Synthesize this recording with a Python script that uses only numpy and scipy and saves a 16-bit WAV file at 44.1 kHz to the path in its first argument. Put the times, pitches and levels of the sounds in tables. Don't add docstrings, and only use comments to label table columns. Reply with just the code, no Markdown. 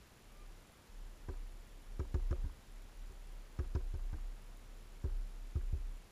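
import sys
import numpy as np
from scipy import signal
from scipy.fft import rfft, irfft
from scipy.io import wavfile

SR = 44100
rng = np.random.default_rng(int(sys.argv[2]) if len(sys.argv) > 2 else 0)


def waveform_to_disk(signal):
    frames = np.transpose(np.atleast_2d(signal))
    scaled = np.clip(frames, -1, 1) * 32767
    samples = np.round(scaled).astype(np.int16)
    wavfile.write(sys.argv[1], SR, samples)


N = 269451
TIME = np.arange(N) / SR

# start in seconds, hanger thump in dB, tube ring in dB, rattle in dB
# before trim, beak tick in dB before trim, tube pitch as a ratio, swing height in dB rms.
PECKS = [(1.2849, -42, -49, -56.5, -72, 1.04, -43.5), (1.9942, -35.5, -46, -55.5, -66, 1.03, -45.5),
         (2.1421, -32, -45.5, -54.5, -62.5, 1, -35.5), (2.3082, -33.5, -45.5, -58, -63.5, .98, -36.5),
         (2.4407, -39.5, -57, -67, -82, 0.77, -59), (3.095, -55, -64, -84, -81, 1.05, -49.5),
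         (3.589, -34.5, -48, -56, -65.5, 1, -42), (3.75, -32.5, -45.5, -53.5, -61, 1.015, -38.5),
         (3.939, -39, -57.5, -65, -71, 1.03, -38.5), (4.1282, -40.5, -56, -61, -75, 0.86, -41),
         (5.041, -34.5, -49, -63, -74, 1.04, -36.5), (5.555, -32.5, -52, -63.5, -72, 0.98, -37.5),
         (5.728, -34, -57.5, -78, -80, 1.05, -40)]


def undb(db):
    return 10 ** (np.asarray(db) / 20)


def level(x, db):
    return x * undb(db) / np.sqrt(np.mean(x ** 2))


def strike(x, db, span_s):
    return x * undb(db) / np.sqrt(np.mean(x[:int(span_s * SR)] ** 2))


def add(out, s, x):
    i = int(s * SR)
    out[i:i + len(x)] += x[:N - i]


def curves(table):
    s, *columns = np.transpose(table)
    return [np.interp(TIME, s, c) for c in columns]


def walk(knots_per_s):
    knots = rng.standard_normal(int(N / SR * knots_per_s) + 2)
    return np.interp(TIME * knots_per_s, np.arange(len(knots)), knots)


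def noise(spectrum):
    hz, db = np.transpose(spectrum)
    bins_hz = np.maximum(np.fft.rfftfreq(N, 1 / SR), 1)
    gain = undb(np.interp(np.log(bins_hz), np.log(hz), db))
    return irfft(rfft(rng.standard_normal(N)) * gain, N)


def soften(x, hz):
    cutoff_hz = min(hz, SR / 3)
    return signal.sosfilt(signal.butter(2, cutoff_hz, fs=SR, output="sos"), x)


def ring(modes, spread, pitch=1):
    t = TIME[:SR // 3]
    weights = 1 + spread * rng.standard_normal(len(modes))
    out = np.zeros(len(t))
    for weight, (hz, db, t60_s, polarity) in zip(weights, modes):
        decay = np.exp(-np.log(1000) * t / t60_s)
        out += weight * np.sign(polarity) * undb(db) * np.sin(2 * np.pi * pitch * hz * t) * decay
    return out


def chatter(modes, length_s, count, detune=0.12, fade_db=-7):
    out = np.zeros(SR // 3)
    for k, (late, size, tuning) in enumerate(rng.random((count, 3))):
        progress = (k + 0.8 * late) / count
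        i = int(progress * length_s * SR)
        hit = ring(modes, spread=0.41, pitch=1 + detune * (tuning - 0.5))
        gain = (0.5 + size) * undb(fade_db * progress ** 2)
        out[i:] += gain * hit[:len(out) - i]
    return out


def pecks(rattle_trim_db=0.86, tick_trim_db=-0.3, settle_db=-70, settle_s=0.052, firm_db=-54, firm_hz=3200):
    # nominal pitch in Hz, relative level in dB,
    # t60 in seconds, polarity at the microphone (sign).
    hanger = [(48, -7, 0.082, 1), (59.55, -8, 0.385, 1), (78, 3, 0.094, -1), (115.4, -16.5, 0.15, -1),
              (149, -9, 0.023, 1)]
    tube_modes = [(256.2, -22.5, 0.16, 1), (280.6, -28, 0.22, -1), (364.7, 0.5, 0.044, 1),
                  (364.3, -4, 0.1, -1), (436, -6, 0.024, -1), (453, -15, 0.067, 1), (470.4, -36, 0.49, 1),
                  (537, -29, 0.2, 1)]
    fittings = [(666, -6, 0.024, 1), (718, -5, 0.051, -1), (950, -0.5, 0.028, 1), (1070, -8.5, 0.054, -1),
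                (1230, -0.5, 0.025, 1), (1545, -3, 0.035, -1), (1640, -3.5, 0.022, 1),
                (2270, -6.5, 0.0093, -1)]
    port = [(2480, -6, 0.014, -1), (2640, 2.5, 0.0065, 1), (3640, 0.5, 0.0046, -1), (5370, -2, 0.012, 1),
            (5660, -11.5, 0.05, -1), (6680, -2, 0.0096, 1), (8600, -16, 0.013, -1)]
    out = np.zeros(N)
    for s, thump_db, tube_db, rattle_db, tick_db, pitch, _ in PECKS:
        thump = ring(hanger, spread=0.041)
        add(out, s, strike(thump, thump_db, span_s=0.028))
        tube = ring(tube_modes, spread=0.032, pitch=pitch)
        add(out, s, strike(tube, tube_db, span_s=0.026))
        tick = chatter(port, length_s=0.008, count=9)
        add(out, s, strike(tick, tick_db + tick_trim_db, span_s=0.012))
        bright_hz = firm_hz * undb((rattle_db - firm_db) / 2)
        jump = soften(chatter(fittings, length_s=0.013, count=8), bright_hz)
        add(out, s, strike(jump, rattle_db + rattle_trim_db, span_s=0.019))
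        drop = soften(chatter(fittings, length_s=0.0071, count=2), hz=1500)
        add(out, s + settle_s, strike(drop, min(rattle_db, settle_db), span_s=0.037))
    return out


def clack(start_s=2.3278, clack_db=-48.5):
    # pitch in Hz, relative level in dB, t60 in seconds, polarity at the microphone (sign).
    modes = [(567, -0.5, 0.062, 1), (680, -2.5, 0.024, 1), (1230, 2, 0.019, 1), (1310, -15, .012, 1),
             (1980, -29, 0.007, -1), (2880, -17, .012, 1)]
    out = np.zeros(N)
    add(out, start_s, strike(ring(modes, spread=0.05), clack_db, span_s=0.015))
    return out


def quiver(quiver_hz=33, waver=0.01, creak_db=-32, still_db=-74):
    # start in seconds, rise time in seconds, swing height in dB rms.
    fidgets = [(.18, .16, -55.5), (.363, 0.12, -51.5), (.88, 0.14, -47), (1.17, 0.1, -48.5),
               (1.505, 0.075, -51), (1.68, .08, -52), (1.84, 0.11, -45), (2.64, 0.13, -48.5),
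               (2.93, 0.095, -45.5), (3.254, .11, -47.5), (3.47, .12, -53), (4.38, .12, -49.5),
               (4.62, .12, -50), (4.835, .12, -51.5), (5.29, .13, -45)]
    peck_lag_s, peck_rise_s = 0.0069, 0.11
    grip_s = 0.071
    pushes = [(s + peck_lag_s, peck_rise_s, db) for s, *_, db in PECKS] + list(fidgets)
    phase = 2 * np.pi * np.cumsum(quiver_hz * (1 + waver * walk(4))) / SR
    swing, envelope = np.zeros(N), np.zeros(N)
    for s, rise_s, db in sorted(pushes):
        t = np.maximum(TIME - s, 0)
        size = undb(db) * t / rise_s * np.exp((1 - (t / rise_s) ** 2) / 2)
        kept = np.exp(-t / grip_s)
        swing = kept * swing - size * np.sin(phase - phase[int(s * SR)])
        envelope = kept * envelope + size
    rumble_colour = [(15, -12), (40, -9), (90, 4.0), (150, -9), (400, -25), (1000, -58)]
    rumble = level(noise(rumble_colour), creak_db)
    still = undb(still_db) * np.sin(phase)
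    return np.sqrt(2) * (swing + still) + envelope * rumble


def far_bird(call, second_db, waver):
    hz, db = curves(call)
    phase = 2 * np.pi * np.cumsum(hz * (1 + waver * walk(149))) / SR
    sounding = (TIME > call[0][0]) & (TIME < call[-1][0])
    return sounding * undb(db) * (np.sin(phase) + undb(second_db) * np.sin(2 * phase))


def far_birds():
    # time in seconds, pitch in Hz before waver, peak level of the first partial in dB.
    low_call = [(.27, 1080, -100), (.32, 1143, -77), (.36, 1190, -71), (.43, 1197, -68), (.47, 1195, -78),
                (.52, 1120, -100)]
    peep = [(1.255, 3850, -100), (1.28, 4080, -82), (1.305, 4300, -77), (1.335, 4320, -77),
            (1.37, 4280, -80), (1.41, 4230, -100)]
    return far_bird(low_call, second_db=-7.0, waver=0.003) + far_bird(peep, second_db=-30, waver=0.012)


def buzz(puff_s=0.0025, scatter_db=1.0, buzz_db=-78.5):
    # puffs per second, relative level in dB.
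    clocks = [(20, 3.5), (46.9, -3.5), (60, -3)]
    # frequency in Hz, relative density in dB per Hz.
    colour = [(4000, -34), (6300, -7), (7100, 2), (8000, -11), (9000, -10), (9900, -2.5), (10400, -5),
              (11000, 0.5), (11700, -6.5), (12500, -4), (14000, -21)]
    gate = np.zeros(N)
    for hz, db in clocks:
        gate += undb(db) * ((TIME + rng.random()) % (1 / hz) < puff_s)
    scatter = undb(scatter_db * walk(60))
    return level(gate * scatter * noise(colour), buzz_db)


def background(air_db=-61.5, drift_db=0.2, hiss_db=-74):
    # frequency in Hz, relative density in dB per Hz.
    air_colour = [(20, -11), (60, -1.5), (85, -4.5), (150, -10.5), (230, -12), (360, -14), (480, -16),
                  (1200, -20.5), (2500, -24), (6000, -30), (7800, -56)]
    hiss_colour = [(4000, -30), (6000, -5.5), (6700, 0.5), (7300, 1), (7750, -3), (9000, -3), (10000, -1.5),
                   (10500, -4.5), (11000, -0.5), (11600, -6), (12400, -3.5), (14200, -11), (15000, -7)]
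    # pitch in Hz, level in dB rms.
    whine_tones = [(7000, -101), (7253, -96), (7313, -95), (10000, -99), (11000, -98), (12000, -100)]
    air = level(noise(air_colour), air_db) * undb(drift_db * walk(4.0))
    hiss = level(noise(hiss_colour), hiss_db)
    whine = sum(level(np.sin(2 * np.pi * hz * TIME), db) for hz, db in whine_tones)
    return air + hiss + buzz() + whine


def scene():
    return (pecks() + clack() + quiver() + far_birds() + background())[None]


def record(dry, top_hz=15250):
    return signal.sosfilt(signal.ellip(10, 0.2, 70, top_hz, fs=SR, output="sos"), dry)


dry = scene()
out = record(dry)
waveform_to_disk(out)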